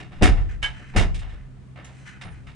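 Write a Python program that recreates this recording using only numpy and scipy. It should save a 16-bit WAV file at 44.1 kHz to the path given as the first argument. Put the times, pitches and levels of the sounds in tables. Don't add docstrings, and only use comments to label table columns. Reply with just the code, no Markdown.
import sys
import numpy as np
from scipy import signal
from scipy.fft import rfft, irfft
from scipy.io import wavfile
from scipy.ndimage import map_coordinates

SR = 44100
rng = np.random.default_rng(int(sys.argv[2]) if len(sys.argv) > 2 else 0)


def boost(x):
    u = np.asarray(x, float) / 20
    return 10 ** u


def unload_wav(signal):
    wavfile.write(
        sys.argv[1],
        SR,
        np.round(np.clip(np.atleast_2d(signal).T, -1, 1) * 32767).astype(np.int16),
    )


N = 112454


def unit(x):
    return x / np.sqrt(np.mean(x ** 2) + 1e-20)


def along(points, hz):
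    f, v = np.transpose(points)
    return np.interp(np.log(hz + 1), np.log(f + 1), v)


def wobble(rate, n):
    knots = rng.standard_normal(int(n * rate / SR) + 4)
    return map_coordinates(knots, [np.arange(n) * rate / SR])


def add(total, x, s):
    part = total[:, max(round(s * SR), 0):][:, :x.shape[-1]]
    part += x[..., :part.shape[-1]]


def pair(n, alike):
    a, b = rfft(rng.standard_normal((2, n)))
    likeness = along(alike, np.fft.rfftfreq(n, 1 / SR))
    u = np.arccos(np.clip(likeness, -1, 1)) / 2
    shared, own = np.cos(u) * a, np.sin(u) * b
    return irfft(np.array([shared + own, shared - own]), n)


def coloured(x, spectrum, peaks, peak_db, tilt_db):
    n = x.shape[-1]
    f = np.fft.rfftfreq(n, 1 / SR)
    rings = sum(boost(peak_db) * width / np.hypot(2 * (f - centre), width) for centre, width in peaks)
    colour = boost(along(spectrum, f) + tilt_db * np.log2(f / 2000 + 0.04))
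    return unit(irfft(rfft(x) * colour * (1 + rings), n))


def ring(modes, attack_s, waver, share=1, spread_rad=1.7, tilt_db=0):
    hz, db, t60 = np.transpose(modes)[..., None]
    t = np.arange(SR * 3 // 5) / SR
    luck = rng.standard_normal((2, len(modes), 1))
    rate, depth_rad = waver
    knots = np.cumsum(rng.standard_normal((len(modes), 99)), 1)
    drift = depth_rad * np.array([np.interp(t * rate, np.arange(99), k - k[0]) for k in knots])
    level_db = db + tilt_db * np.log2(hz / 60) + 1.5 * luck[0]
    size = boost(level_db - 60 * t / (t60 * share))
    size = size * (1 - np.exp(-t / attack_s)) ** 2
    size = size * np.minimum(20 * (t[-1] - t), 1)
    phase = 2 * np.pi * hz * t + drift
    return np.array([np.sum(size * np.sin(phase + side * spread_rad * luck[1]), 0) for side in (.5, -.5)])


# frequency in Hz, level in dB.
HUM_TONES = [(64.6, -54), (129.2, -48.5), (194, -60), (258, -65)]
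# frequency in Hz, level in dB per Hz.
AIR_COLOUR = [(20, -27), (60, -6.5), (135, -4.5), (300, -20), (600, -29.5), (2000, -36), (5000, -47.5),
              (16000, -51.5)]


def background():
    t = np.arange(N) / SR
    hum = np.zeros((2, N))
    for hz, db in HUM_TONES:
        level = np.sqrt(2) * boost(db + 1.5 * wobble(8.56, N))
        drift_rad = 0.5 * np.array([wobble(7.89, N), wobble(7.98, N)])
        hum += level * np.sin(2 * np.pi * hz * t + drift_rad)
    air = coloured(pair(N, [(100, 0.26)]), AIR_COLOUR, [], 0, 0)
    return hum + boost(-48 + wobble(5.35, N)) * air


# start in seconds, boom level in dB, knock level in dB,
# share of the full t60, boom tilt in dB per octave.
FLOOR_BLOWS = [(0, -56.5, -47, 1.6, 12), (0.111, -48, -53, 1.7, 5), (0.223, -13.5, -15.5, 0.95, .5),
               (0.283, -21, -38, 1.08, -3.5), (0.409, -31.5, -56, 0.92, -4.5),
               (.63, -33.5, -43, 0.52, -2.5), (0.799, -50.5, -51.5, 1.3, 1.5), (.961, -18, -25.5, 0.95, 1),
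               (1.039, -27, -44, 1.17, -2.5), (1.149, -39.5, -50.5, 1.4, 1), (1.33, -43, -53, 1.17, -1),
               (1.79, -64, -49, 0.87, .5), (2.251, -42, -50, 0.64, 8), (2.299, -45, -66, 0.7, 5.5),
               (2.375, -46.5, -58, 0.76, 0), (2.47, -54, -68, .6, -6)]
# frequency in Hz, level in dB, t60 in seconds.
DECK_MODES = [(29.45, 1.5, 0.63), (38.28, -1, 0.98), (46.93, 3.5, 0.55), (59.06, 0.5, 0.87),
              (71.8, -1.5, 0.54), (88.2, -2, 0.85), (102.5, -1.5, 0.45), (133, -13.5, 0.33),
              (169.4, -6.5, 0.41)]
# frequency in Hz, level in dB, t60 in seconds.
BOARD_MODES = [(206.7, -2, .2), (249.8, -3.5, 0.29), (309.8, 0.5, 0.22), (371.8, -3.5, 0.19),
               (450.8, -3.5, 0.19), (598, -4.5, 0.19), (739.5, -4.5, 0.19), (823, -3, 0.11)]


def thuds():
    lead_s = 0.00897
    out = np.zeros((2, N))
    for s, boom_db, knock_db, share, tilt_db in FLOOR_BLOWS:
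        boom = ring(DECK_MODES, 0.0028, (14, .6), share, tilt_db=tilt_db)
        knock = ring(BOARD_MODES, 0.004, (70, 1.4), share, spread_rad=0.43)
        add(out, boost(boom_db) * boom, s)
        add(out, boost(knock_db) * knock, s - lead_s)
    return out


LUMPS_PER_S = 220
# frequency in Hz, left-right likeness from 0 to 1.
LADDER_ALIKE = [(300, 0.78), (2000, 0.49), (5000, 0.86), (9000, 0.23)]
# frequency in Hz, width in Hz.
RAIL_RINGS = [(735, 38), (1310, 20), (1790, 30), (2150, 23), (2800, 41), (3700, 51), (5100, 81)]
# frequency in Hz, share of the t60.
CHATTER_FADE = [(300, 1.33), (2000, 0.78), (5000, 0.72), (12000, 0.56)]


def chatter(contacts, colour):
    pan_db, attack_s, lumpy_db = -2, 0.0008, 2
    out = np.zeros((2, N))
    t = np.arange(SR * 2 // 5) / SR
    for s, db, hold_s, t60, tilt_db in contacts:
        rattle = coloured(pair(len(t), LADDER_ALIKE), colour, RAIL_RINGS, 5, tilt_db)
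        hz, frame_s, z = signal.stft(rattle, SR, nperseg=256)
        band_t60 = t60 * along(CHATTER_FADE, hz)[:, None]
        z = z * boost(-60 * np.maximum(frame_s - hold_s, 0) / band_t60)
        x = signal.istft(z, SR, nperseg=256)[1][:, :len(t)]
        level = boost(db + lumpy_db * wobble(LUMPS_PER_S, len(t)))
        add(out, x * level * (1 - np.exp(-t / attack_s)), s)
    return out * boost([[pan_db / 2], [-pan_db / 2]])


# start in seconds, level in dB, chatter length in seconds,
# t60 in seconds, tilt in dB per octave.
LIGHT_TAPS = [(0, -43.5, 0.013, 0.39, -1), (.118, -50, 0.028, 0.9, -3), (.371, -40, 0.014, 0.19, -6.5),
              (.619, -47, 0.0084, 0.072, 1), (.627, -26.5, 0.004, 0.23, 2), (.644, -37, 0.017, 0.33, -.5),
              (.936, -45.5, .015, 0.28, -5), (1.144, -41.5, .006, 0.27, 5), (1.190, -45, .008, 0.21, 5),
              (1.215, -46.5, 0.013, 0.5, -3.5), (1.283, -54.5, 0.056, 0.43, -1.5),
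              (1.565, -64.5, 0.014, 0.15, -8), (1.758, -47.5, 0.025, 0.97, -5.5),
              (1.844, -49, .004, 0.33, 4), (2.212, -39, 0.0087, 0.3, 0), (2.248, -45, 0.032, 0.22, -6.5),
              (2.468, -48, 0.014, 0.4, -1.5)]
# frequency in Hz, level in dB per Hz.
CLICK_COLOUR = [(250, -18.5), (700, -8.5), (1200, -6), (2300, -2.5), (3500, -8.5), (5000, -17.5),
                (9000, -19), (16000, -39)]


def taps():
    return chatter(LIGHT_TAPS, CLICK_COLOUR)


# start in seconds, level in dB, chatter length in seconds,
# t60 in seconds, tilt in dB per octave.
HEAVY_KNOCKS = [
    (.211, -26.5, 0.011, .15, -6.5),
    (.2225, -18.5, 0.025, 0.21, 1.5),
    (.252, -23, 0.029, 0.19, 0),
    (.290, -37.5, 0.018, 0.63, -1.5),
    (.949, -32, 0.01, .15, -5.5),
    (.9615, -21, 0.0087, 0.23, 1.5),
    (.978, -22, .01, 0.23, 1.5),
    (1.005, -29, 0.026, 0.21, 0.5),
]
# frequency in Hz, level in dB per Hz.
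RATTLE_COLOUR = [(90, -16.5), (200, 8.5), (700, 1), (1300, -2.5), (2200, 0), (4300, -13), (9000, -17),
                 (16000, -15.5)]


def knocks():
    return chatter(HEAVY_KNOCKS, RATTLE_COLOUR)


# start in seconds, length in seconds, level in dB,
# tilt in dB per octave.
DRAG_STROKES = [
    (0.482, 0.097, -44, -0.5),
    (0.704, 0.18, -48.5, 0.5),
    (.79, 0.11, -47, -1.5),
    (0.852, 0.12, -47.5, 0),
    (1.303, 0.25, -57, -3),
    (1.856, 0.38, -54.5, 4.5),
    (2.049, 0.1, -40.5, 1),
    (2.107, 0.12, -47.5, -3.5),
    (2.293, 0.16, -52.5, -.5),
]
# frequency in Hz, level in dB per Hz.
DRAG_COLOUR = [(400, -45), (900, -13), (1700, -5), (2900, -13), (3700, -22.5), (8000, -23), (16000, -40)]
# frequency in Hz, width in Hz.
RUBBED_RINGS = [(1486, 32), (1760, 26), (2050, 35), (2500, 33), (3050, 57), (4050, 58), (6030, 40)]


def scrapes():
    out = np.zeros((2, N))
    for s, length, db, tilt_db in DRAG_STROKES:
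        u = np.arange(round(2 * length * SR)) / (length * SR)
        shape = np.minimum(u / 0.34, 1) * np.exp(-2.2 * u ** 2)
        rub = coloured(pair(len(u), LADDER_ALIKE), DRAG_COLOUR, RUBBED_RINGS, 6, tilt_db)
        add(out, rub * shape * boost(db + 2 * wobble(LUMPS_PER_S, len(u))), s)
    return out


# start in seconds, level in dB.
CLANK_HITS = [
    (.626, -28.5),
    (.642, -25),
    (.682, -59),
]
# frequency in Hz, level in dB, t60 in seconds.
RUNG_MODES = [(888, -7.5, 0.33), (1654, 2, 0.19), (2040, -12, 0.21), (2240, 0, 0.18), (2330, -9, 0.19),
              (2870, -0.5, 0.089), (3060, 5, 0.15), (4370, -27, 0.12)]


def clank():
    out = np.zeros((2, N))
    for s, db in CLANK_HITS:
        strike = ring(RUNG_MODES, 0.0018, (140, 1.1), 0.79)
        add(out, boost(db) * strike * boost([[-1.6], [1.6]]), s)
    return out


# frequency in Hz, level in dB, t60 in seconds.
SPRING_MODES = [(5650, -3, .14), (6770, 3, 0.2), (7430, 0, 0.15), (9350, 1, 0.12), (10500, -1.5, .12)]


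def tink():
    out = np.zeros((2, N))
    add(out, boost(-54) * ring(SPRING_MODES, 0.00091, (60, .5)), 1.8445)
    return out


# start in seconds, length in seconds, level in dB, frequency in Hz.
HINGE_SQUEAKS = [
    (2.245, 0.032, -56.5, 9540),
    (2.283, 0.065, -64.5, 9550),
]


def squeaks():
    out = np.zeros((2, N))
    for s, length, db, hz in HINGE_SQUEAKS:
        t = np.arange(round(length * SR)) / SR
        tone = np.sin(2 * np.pi * hz * t + 0.5 * wobble(120, len(t)))
        shape = np.sin(np.pi * t / length) ** 0.32
        level = boost(db + 3.3 * wobble(134, len(t)))
        add(out, level * shape * tone * np.ones((2, 1)), s)
    return out


def attic(x):
    t60, top_hz = 0.62, 4500
    t = np.arange(SR) / SR
    fading = rng.standard_normal((2, SR)) * boost(-60 * t / t60)
    tail = signal.lfilter(*signal.butter(1, top_hz / (SR / 2)), fading)
    tail = tail / np.linalg.norm(tail[0])
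    return signal.fftconvolve(x.mean(0)[None], tail, axes=1)[:, :N]


def scene():
    ladder = taps() + knocks() + scrapes() + clank() + tink() + squeaks()
    return background() + thuds() + ladder + boost(-22) * attic(ladder)


# frequency in Hz, level in dB.
MIC_RESPONSE = [(8, -32), (22, 0.5), (9300, 0), (10300, -7), (11300, -21.5), (13500, -27), (15500, -32)]


def microphone(x):
    response = boost(along(MIC_RESPONSE, np.fft.rfftfreq(N, 1 / SR)))
    return irfft(rfft(x) * response, N)


def band_limit(x):
    return signal.sosfilt(signal.butter(12, 15750, fs=SR, output="sos"), x)


def record(dry):
    mix = microphone(dry)
    return band_limit(mix)


dry = scene()
out = record(dry)
unload_wav(out)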